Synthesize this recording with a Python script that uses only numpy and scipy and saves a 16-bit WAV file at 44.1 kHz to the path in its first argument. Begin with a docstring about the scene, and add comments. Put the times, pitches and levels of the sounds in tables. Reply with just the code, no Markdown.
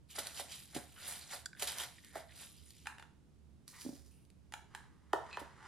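"""A small room, two close microphone ports: a low wavering hum, rumble and faint hiss lie under it all.
From 0.1 s a hand digs through foam peanuts in a cardboard box on a table: slips ring in the foam, edges
rasp, panels ring at each bump, and near 1.5 s a stiff cable ticks. From 2.9 s fingers tap a small carton
as it is lifted out. From 3.7 s the hand brushes the box and thuds on the table; the carton is turned over
and tapped, its flap pops at 5.1 s, the tab creaks, the flap pops again and the box takes a last bump."""
import sys
import numpy as np
from scipy import signal
from scipy.fft import rfft, irfft
from scipy.io import wavfile

SR = 44100
rng = np.random.default_rng(int(sys.argv[2]) if len(sys.argv) > 2 else 0)


def wrap_up_sound(samples):
    """Save the sound to the file named by the first command line argument, as 16-bit audio."""
    columns = np.atleast_2d(samples).T
    # keep every value between -1 and 1, then stretch to whole-number steps
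    tamed = np.clip(columns, -1, 1)
    steps = np.round(tamed * 32767).astype(np.int16)
    wavfile.write(sys.argv[1], SR, steps)


N = 250174

# All source levels hold before panning, room and microphone; mode levels are relative.
# Colour of the still room: [f/Hz, relative level/dB per Hz]
ROOM_TONE = [(25, -18), (52, -23), (64, -6), (100, -11.5), (128, -7), (260, -15), (400, -21.5), (570, -30),
             (900, -34), (1800, -39.5), (10500, -46.5), (15000, -62.5)]
# Echoes of the small room: [f/Hz, t60/s, echo level/dB]
ROOM_ECHOES = [(150, 0.17, -13.5), (400, 0.39, -3.5), (830, 0.4, -2.5), (2000, 0.41, -5.5),
               (5100, 0.46, -4.5), (12600, 0.22, -2.5)]
# Phase between the microphone ports: [f/Hz, lead of left over right/rad]
PORT_LEAD = [(20, 1.5), (3500, -0.037), (6000, -1.05), (9800, -1.46), (15000, -2.2)]

# Stiff cable ticking against its neighbours: [t/s, peak level/dB, low-pass f/Hz]
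CABLE_TICKS = [(1.4582, -29, 13100), (1.4601, -30, 13000), (1.5308, -43.5, 2980), (1.550, -50, 3000)]
# Modes of the cable: [f/Hz, width/Hz, level/dB]
CABLE_MODES = [(1533, 118, 4), (3405, 120, -5.5), (4860, 610, -4), (6530, 720, -11), (7220, 1300, -8)]

# Hand brushing past the outside of the box: [t of greatest speed/s, level/dB, rise/s, fall/s]
BOX_BRUSHES = [(3.682, -59.5, 0.011, 0.27), (3.815, -54, 0.08, 0.17), (3.95, -63, 0.1, 0.1),
               (4.06, -69, 0.028, 0.11)]
# Colour of skin on card: [f/Hz, relative level/dB per Hz]
SKIN_COLOUR = [(530, -12), (900, -20), (1050, -6), (1300, -13), (1630, -5), (3030, -10), (4280, -1),
               (10800, -3.5), (15500, -16)]
# Soft thuds on the table: [t/s, peak level/dB]
TABLE_THUDS = [(3.851, -41), (3.863, -34.5), (3.891, -37), (3.929, -44), (3.955, -53)]
# Modes of the table top: [f/Hz, width/Hz, level/dB]
TABLE_MODES = [(268.3, 40, 2.5), (370, 8, -21), (548, 13, -9.5)]

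# Blows on the big box: [t/s, peak level/dB, centre f of the blow/Hz]
BOX_BLOWS = [(0.183, -37, 650), (0.395, -38, 780), (0.747, -43.5, 320), (0.76, -29.5, 264),
             (1.332, -43, 790), (1.622, -37.5, 690), (2.155, -32.5, 704), (5.412, -41, 380)]
# Modes of the box panels: [f/Hz, width/Hz, level/dB]
BOX_MODES = [(132, 32, 1.5), (272, 31, 2), (399, 93, -3), (493.2, 96, -2), (565, 77, 0), (704, 75, -2),
             (860, 100, -6), (1450, 380, -10.5), (1984, 53, -2)]

# Fingers sliding on the carton: [t of greatest speed/s, level/dB, rise/s, fall/s]
CARTON_SLIDES = [(4.75, -61, 0.061, 0.21), (5.31, -60, 0.25, 0.7), (5.41, -56, 0.3, 0.074),
                 (5.66, -57, 0.17, 0.2)]
# Colour of rubbed card: [f/Hz, relative level/dB per Hz]
CARD_COLOUR = [(240, -4), (400, -3), (644, -16), (880, -1.5), (2050, -6), (2420, -17), (2810, -15.5),
               (9650, -25), (14000, -50)]
# Fingers tapping and flicking the carton: [t/s, peak level/dB, low-pass f/Hz]
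CARTON_TAPS = [(2.857, -44, 2500), (2.8701, -27.5, 4200), (2.983, -42, 2500), (2.997, -41.5, 3050),
               (3.025, -43, 2200), (4.523, -39.5, 4950), (4.538, -32, 4960), (4.749, -32, 4200),
               (5.131, -31, 4500)]
# Modes of the carton walls: [f/Hz, width/Hz, level/dB]
CARTON_MODES = [(870, 118, -0.5), (1330, 166, -5.5), (1636, 227, -0.5), (2430, 510, -6.5),
                (2740, 340, -3.5), (3720, 540, -9), (4800, 1300, -14.5), (7100, 1200, -10.5),
                (10000, 2800, -11)]
# Flap springing free: [t/s, peak level/dB, high-pass f/Hz]
FLAP_POPS = [(5.133, -18.5, 280), (5.3713, -30.3, 770)]
# Modes of the flap and the air behind it: [f/Hz, width/Hz, level/dB]
FLAP_MODES = [(331, 65, -1.5), (408, 46, 3.5), (494, 60, 0.5), (625, 64, 4), (785, 255, -1.5), (963, 93, 4),
              (1282, 180, -7), (1812, 110, -5), (2840, 340, -18)]
# Tuck tab creaking in its slot: [t/s, peak level/dB]
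TAB_CREAKS = [(5.3116, -46), (5.329, -38.5), (5.336, -47), (5.345, -42), (5.3519, -46)]
# Modes of the tab: [f/Hz, width/Hz, level/dB]
TAB_MODES = [(2560, 97, 0.5), (4200, 220, -8), (7400, 450, -22)]

# Finger or edge dragged over foam or card: [t/s, length/s, level before the stroke's shape/dB, resonance f/Hz]
EDGE_SCRAPES = [(0.102, 0.058, -63.5, 3000), (0.962, 0.1, -59, 1450), (1.076, 0.036, -46.5, 10000),
                (1.211, 0.051, -55.5, 4070), (1.563, 0.048, -63.5, 1710), (1.983, 0.012, -61, 1880),
                (2.036, 0.13, -65.5, 1836), (2.29, 0.04, -65.5, 1770), (2.32, 0.0074, -59.5, 2000),
                (2.859, 0.03, -55.5, 1490), (2.884, 0.1, -61.5, 990), (3.728, 0.13, -66, 1040),
                (3.738, 0.075, -62, 1940), (4.115, 0.15, -80, 2640), (4.109, 0.17, -75, 9400),
                (5.364, 0.091, -67, 1750)]
# Foam or card giving way: [t/s, level at the top of the swell before colouring/dB]
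FOAM_CRUNCHES = [(0.185, -37), (0.2653, -48), (0.397, -42.5), (0.746, -43.5), (0.763, -45), (1.594, -44.5),
                 (1.671, -38.5), (3.676, -65), (3.811, -53), (5.393, -53)]
# Single cracks of foam and wrap: [t/s, level of the sharp push before colouring/dB]
FOAM_SNAPS = [(0.2702, -30), (1.189, -47), (1.6229, -24), (1.63, -24.5), (1.7196, -32), (1.7844, -27),
              (1.8338, -39), (2.0467, -42), (2.7058, -43.5), (3.679, -37), (4.251, -60), (4.302, -55)]
# Colour of rubbed foam: [f/Hz, relative level/dB per Hz]
FOAM_COLOUR = [(590, -30), (1000, -13.5), (1270, -11), (1600, -10), (2310, -4.5), (3370, -1.5), (3910, 0.5),
               (5340, -3.5), (5920, -5.5), (6410, -4.5), (9250, -1.5), (11600, -4.5), (14500, -15),
               (15500, -35)]
# Colour of the pressed foam and the box below it: [f/Hz, relative level/dB per Hz]
PRESSED_COLOUR = [(180, -48), (300, -14.5), (382, -11.5), (679, -1.5), (1270, -7.5), (1450, -1.5),
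                  (2200, -5.5), (2860, -31), (4840, -120)]
# Hand pushing through the foam, levels before it catches:
# [t of greatest speed/s, hiss level/dB, level of pressed foam and box/dB, rise/s, fall/s]
FOAM_PUSHES = [(0.103, -54.5, -80, 0.016, 0.13), (0.156, -48, -58.5, 0.01, 0.17),
               (0.19, -48, -50.5, 0.05, 0.093), (0.255, -53, -57, 0.056, 0.38),
               (0.397, -43, -54, 0.076, 0.047), (0.521, -46, -66.5, 0.046, 0.14),
               (0.763, -49, -50.5, 0.041, 0.095), (1.089, -43.5, -52, 0.13, 0.19),
               (1.335, -43, -48, 0.062, 0.075), (1.623, -39.5, -47, 0.036, 0.1),
               (1.68, -43, -49, 0.037, 0.19), (1.802, -42.5, -48.5, 0.06, 0.084),
               (1.84, -45.5, -47.5, 0.11, 0.039), (2.157, -51, -49.5, 0.029, 0.092),
               (2.423, -50.5, -62, 0.14, 0.096)]
# Hand staying among shifting peanuts, level before it catches: [start t/s, end t/s, hiss level/dB]
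FOAM_RESTS = [(0.1, 1.41, -64.5), (1.6, 2.13, -66), (2.36, 2.9, -65)]

ROOM_TONE_DB, HUM_DB, HUM_HZ = -64.5, -68.0, 72.7
CUTOFF_HZ = 15750
SCATTER_DB = -5.5
FOAM_ROOM_DB, CABLE_ROOM_DB, BOX_ROOM_DB = -4, -10, -1.5  # how much of each reaches the room
REBOUND_S, REBOUND_DB, REBOUND_PITCH = 0.012, -8.5, 0.7  # delay, level change, pitch ratio
CRUNCH_SWELL_S = 0.0045
SETTLE_S = 0.051  # shifting starts and stops over this time
SLIPS_PER_S, SLIPS_FOLLOW = 22000, 0.4  # at the greatest speed; exponent on relative speed
CRACKLES_PER_S, CRACKLE_DB = 110, -17  # at the greatest speed; level against the hiss
CATCH_DB, CATCH_RATE_HZ = 0.72, 140  # spread and rate of the catching


def from_db(db):
    """Turn decibels into an amplitude factor."""
    return 10 ** (np.asarray(db) / 20)


def rms_one(x):
    """Scale a sound to unit effective level."""
    return x / np.sqrt(np.mean(x ** 2) + 1e-20)


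def peak_one(x):
    """Scale a sound to unit peak."""
    return x / (np.abs(x).max() + 1e-20)


def at_hz(points, hz, axis=1):
    """Read a table's column on a log-frequency axis."""
    points = np.array(points)
    return np.interp(np.log(np.maximum(hz, 1)), np.log(points[:, 0]), points[:, axis])


def colour(x, spectrum):
    """Give a sound the spectrum, at unit power gain for white noise."""
    gain = from_db(at_hz(spectrum, np.fft.rfftfreq(N, 1 / SR)))
    return irfft(rfft(x) * rms_one(gain), N)


def cut(x, hz, kind, order=2):
    """Filter with a Butterworth low- or high-pass."""
    corner = np.clip(hz, 10, .45 * SR)
    return signal.sosfilt(signal.butter(order, corner, kind, fs=SR, output="sos"), x)


def drift(rate):
    """Slow chance with spread 1: noise through two equal poles, drawn once a millisecond."""
    step = SR // 1000
    r = np.exp(-2 * np.pi * rate / 1000)
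    noise = rng.standard_normal(N // step + 502)
    slow = signal.lfilter([1], [1, -2 * r, r * r], noise)[500:]  # the run-in is dropped
    return np.interp(np.arange(N) / step, np.arange(len(slow)), rms_one(slow))


def add(out, s, sound):
    """Mix a sound in at time s."""
    i = int(np.clip(round(s * SR), 0, N - 1))
    out[i:i + len(sound)] += sound[:N - i]


def pan(x, right_db):
    """Place a sound between the channels by their level difference."""
    return x * from_db(np.array([[-right_db], [right_db]]) / 2)


def swells(strokes):
    """Amplitude of strokes: each gains 20 dB over its rise and loses 20 dB over its fall."""
    t = np.arange(N) / SR
    power = 0
    for s, db, rise, fall in strokes:
        drop_db = 20 * np.maximum((s - t) / rise, (t - s) / fall)
        power = power + from_db(db - drop_db) ** 2
    return np.sqrt(power + 1e-18)


def slips(per_s, spread_db, size=N):
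    """Tiny slips at random moments; the wider the spread, the fewer strong ones stand out."""
    strength = from_db(spread_db * np.minimum(rng.exponential(1, size), 4))
    sizes = strength * rng.standard_normal(size)
    return sizes * (rng.random(size) < per_s / SR)


def contact(scuff, scuff_s):
    """A sharp push followed by a scuff that swells and dies."""
    age = np.arange(SR // 4) / SR / scuff_s
    noise = rng.standard_normal(len(age)) * np.sqrt(age) * np.exp(-age)
    return (age == 0) + scuff * noise / np.linalg.norm(noise) + 1e-18


def body(force, modes, vary_db):
    """Parallel resonances; each blow lands elsewhere and weights them anew."""
    out = 0
    for k, (hz, width, db) in enumerate(modes):
        r = np.exp(-np.pi * width / SR)
        poles = [1, -2 * r * np.cos(2 * np.pi * hz / SR), r * r]
        ring = signal.lfilter([1, 0, -1], poles, force) * (1 - r * r) / 2
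        weight = from_db(db + vary_db * rng.standard_normal())
        out = out + (-1) ** k * weight * ring
    return out


def background():
    """Room rumble and faint hiss with a wavering low hum, stronger on the right."""
    own = rng.standard_normal((2, N))
    shared = rng.standard_normal(N)
    noise = rms_one(colour(own + 0.75 * shared, ROOM_TONE))
    phase = 2 * np.pi * HUM_HZ * np.arange(N) / SR
    hum = np.array([drift(5.7) * np.sin(phase) + drift(6.3) * np.cos(phase) for port in range(2)])
    return pan(from_db(ROOM_TONE_DB) * noise, right_db=3.5) + pan(from_db(HUM_DB) * hum, right_db=10.0)


def room(x):
    """Diffuse echoes, partly shared by both sides, that build up and die octave by octave."""
    size = SR * 3 // 4
    t, hz = np.arange(size) / SR, np.fft.rfftfreq(size, 1 / SR)
    alike = 0.55  # share of echo power common to both sides
    mid, left, right = rfft(rng.standard_normal((3, size)))
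    white = np.sqrt(alike) * mid + np.sqrt(1 - alike) * np.array([left, right])
    echoes = 0
    for centre in 125 * 2 ** np.arange(8):
        share = np.maximum(1 - np.abs(np.log2((hz + 1) / centre)), 0)
        decay = np.exp(-np.log(1000) * t / at_hz(ROOM_ECHOES, centre))
        fade = decay * (1 - np.exp(-t / 0.00067))
        band = irfft(white * share, size) * fade / np.linalg.norm(fade)
        echoes = echoes + from_db(at_hz(ROOM_ECHOES, centre, axis=2)) * band
    return signal.fftconvolve(x, echoes, axes=1)[:, :N]


def scatter(x):
    """Short waves glance off nearby surfaces and reach each port by paths of their own."""
    t = np.arange(SR // 40) / SR
    paths = rng.standard_normal((2, len(t))) * np.exp(-t / 0.0035)
    # Only the phase is kept, so that no pitch is favoured; then the second half is dropped
    paths = irfft(np.exp(1j * np.angle(rfft(paths))), len(t))[:, :len(t) // 2]
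    glanced = signal.oaconvolve(x, paths, axes=1)[:, :N]
    return from_db(SCATTER_DB) * cut(glanced, 3200, "high", order=3)


def ticking():
    """Brief rough contacts ring the cable, which is too thin to radiate low notes."""
    out = np.zeros(N)
    for s, db, hz in CABLE_TICKS:
        force = cut(contact(scuff=1.1, scuff_s=.0013), hz, "low")
        ring = body(force, CABLE_MODES, vary_db=3.0)
        add(out, s, from_db(db) * peak_one(cut(ring, 1460, "high", order=4)))
    return out


def beside_box():
    """A hand brushes past the box in tiny slips and comes down softly on the ringing table."""
    brushing = rms_one(colour(slips(5000, spread_db=3.0), SKIN_COLOUR))
    out = swells(BOX_BRUSHES) * brushing
    for s, db in TABLE_THUDS:
        force = cut(contact(scuff=0.21, scuff_s=0.0036), 610, "low")
        add(out, s, from_db(db) * peak_one(body(force, TABLE_MODES, vary_db=2)))
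    return out


def box_bumps():
    """Things shoved against the box drop back; each blow favours the panels near its own pitch."""
    out = np.zeros(N)
    # What was shoved drops back, softer and duller
    rebounds = [(s + REBOUND_S, db + REBOUND_DB, hz * REBOUND_PITCH) for s, db, hz in BOX_BLOWS]
    for s, db, hz in list(BOX_BLOWS) + rebounds:
        push = contact(scuff=.45, scuff_s=.005)
        force = cut(cut(push, hz * 1.9, "low"), hz * 0.61, "high", order=4)
        add(out, s, from_db(db) * peak_one(body(force, BOX_MODES, vary_db=1.0)))
    return out


def carton():
    """Fingers slide and tap on thin card, the tab creaks and the flap pops, each ringing its modes."""
    fibres = slips(5000, spread_db=2)
    out = swells(CARTON_SLIDES) * rms_one(cut(colour(fibres, CARD_COLOUR), 390, "high"))
    for s, db, hz in CARTON_TAPS:
        force = cut(contact(scuff=.9, scuff_s=.0013), hz, "low", order=1)
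        add(out, s, from_db(db) * peak_one(body(force, CARTON_MODES, vary_db=0.5)))
    for s, db, hz in FLAP_POPS:
        force = cut(contact(scuff=.25, scuff_s=.002), hz, "high")
        add(out, s, from_db(db) * peak_one(body(force, FLAP_MODES, vary_db=1.0)))
    for s, db in TAB_CREAKS:
        force = contact(scuff=0.78, scuff_s=0.0032)
        add(out, s, from_db(db) * peak_one(body(force, TAB_MODES, vary_db=3)))
    return out


def scraping():
    """A dragged edge bites, then rasps in a resonance and a weaker one about an octave up."""
    out = np.zeros(N)
    for s, length, db, hz in EDGE_SCRAPES:
        t = np.arange(int(length * SR)) / SR
        stroke = (1 + 0.71 * np.exp(-t / 0.0034)) * np.sqrt(1 - t / length)
        modes = [(hz, hz * 0.13, 0), (hz * 2.1, hz * .25, -10)]
        rasp = body(slips(4000, spread_db=1, size=len(t)), modes, vary_db=0)
        add(out, s, from_db(db) * rms_one(cut(rasp, hz * 0.54, "high")) * stroke)
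    return out


def crunching():
    """Bursts of slips swell and die as a peanut gives way; a snap is one abrupt crack."""
    bursts, cracks = np.zeros(N), np.zeros(N)
    age = np.arange(SR // 8) / SR / CRUNCH_SWELL_S
    swell = age * np.exp(1 - age)
    for s, db in FOAM_CRUNCHES:
        burst = rms_one(slips(9000, spread_db=0.0, size=len(age)))
        add(bursts, s, from_db(db) * burst * swell)
    for s, db in FOAM_SNAPS:
        add(cracks, s, from_db(db) * contact(scuff=3.5, scuff_s=.0008))
    return colour(bursts + cracks, FOAM_COLOUR)


def peanuts(per_s, shifting_db):
    """Slips ring briefly in peanuts of many sizes, which take turns in touching."""
    out, pitches = 0, np.geomspace(1000, 15500, 18)
    for hz in pitches:
        # Dividing by the root of the rate keeps the power even
        grains = slips(per_s / len(pitches), spread_db=0.35) / np.sqrt(per_s)
        touching = from_db(shifting_db * drift(14))
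        out = out + body(grains, [(hz, hz / 6, 0)], vary_db=0) * touching
    return out


def stirring():
    """Faster sliding gives more slips and lone crackles; pressure couples pushes into the box."""
    t, pushes = np.arange(N) / SR, np.array(FOAM_PUSHES)
    resting = 0
    for start, end, db in FOAM_RESTS:
        presence = np.clip(np.minimum(t - start, end - t) / SETTLE_S + .5, 0, 1)
        resting = resting + from_db(db) * presence
    speed = np.hypot(swells(pushes[:, [0, 1, 3, 4]]), resting)
    pressure = swells(pushes[:, [0, 2, 3, 4]])
    activity = (speed / speed.max()) ** SLIPS_FOLLOW
    rustle = peanuts(SLIPS_PER_S * activity, shifting_db=2.6)
    hiss = rms_one(colour(rustle, FOAM_COLOUR)) * speed
    pressed = rms_one(colour(slips(2500, spread_db=2.0), PRESSED_COLOUR)) * pressure
    # Lone peanuts jump free
    jumps = slips(CRACKLES_PER_S * activity, spread_db=1.0)
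    crackle = from_db(CRACKLE_DB) * rms_one(colour(jumps, FOAM_COLOUR)) * speed
    # The foam catches and lets go; the offset lowers the average level
    catching = from_db(CATCH_DB * (drift(CATCH_RATE_HZ) - 2.5))
    return catching * (hiss + pressed + crackle)


def scene():
    """Close sources reach two ports; the box walls keep some foam and cable sound from the room."""
    foam = pan(stirring() + crunching() + scraping(), right_db=1.5)
    cable = pan(ticking(), right_db=2.5)
    box = pan(box_bumps() + beside_box(), right_db=3.0)
    held = pan(carton(), right_db=1.5)
    near = foam + cable + box + held
    # Each port takes half of the phase lead, with opposite signs
    phase = at_hz(PORT_LEAD, np.fft.rfftfreq(N, 1 / SR))
    lead = np.exp(.5j * np.outer([1, -1], phase))
    direct = irfft(rfft(near) * lead, N)
    escaping = from_db(FOAM_ROOM_DB) * foam + from_db(CABLE_ROOM_DB) * cable
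    escaping = escaping + from_db(BOX_ROOM_DB) * box + held
    return direct + scatter(near) + room(escaping) + background()


def record(dry):
    """A steep elliptic low-pass cuts the top."""
    return signal.sosfilt(signal.ellip(10, .1, 80, CUTOFF_HZ, fs=SR, output="sos"), dry)


dry = scene()
out = record(dry)
wrap_up_sound(out)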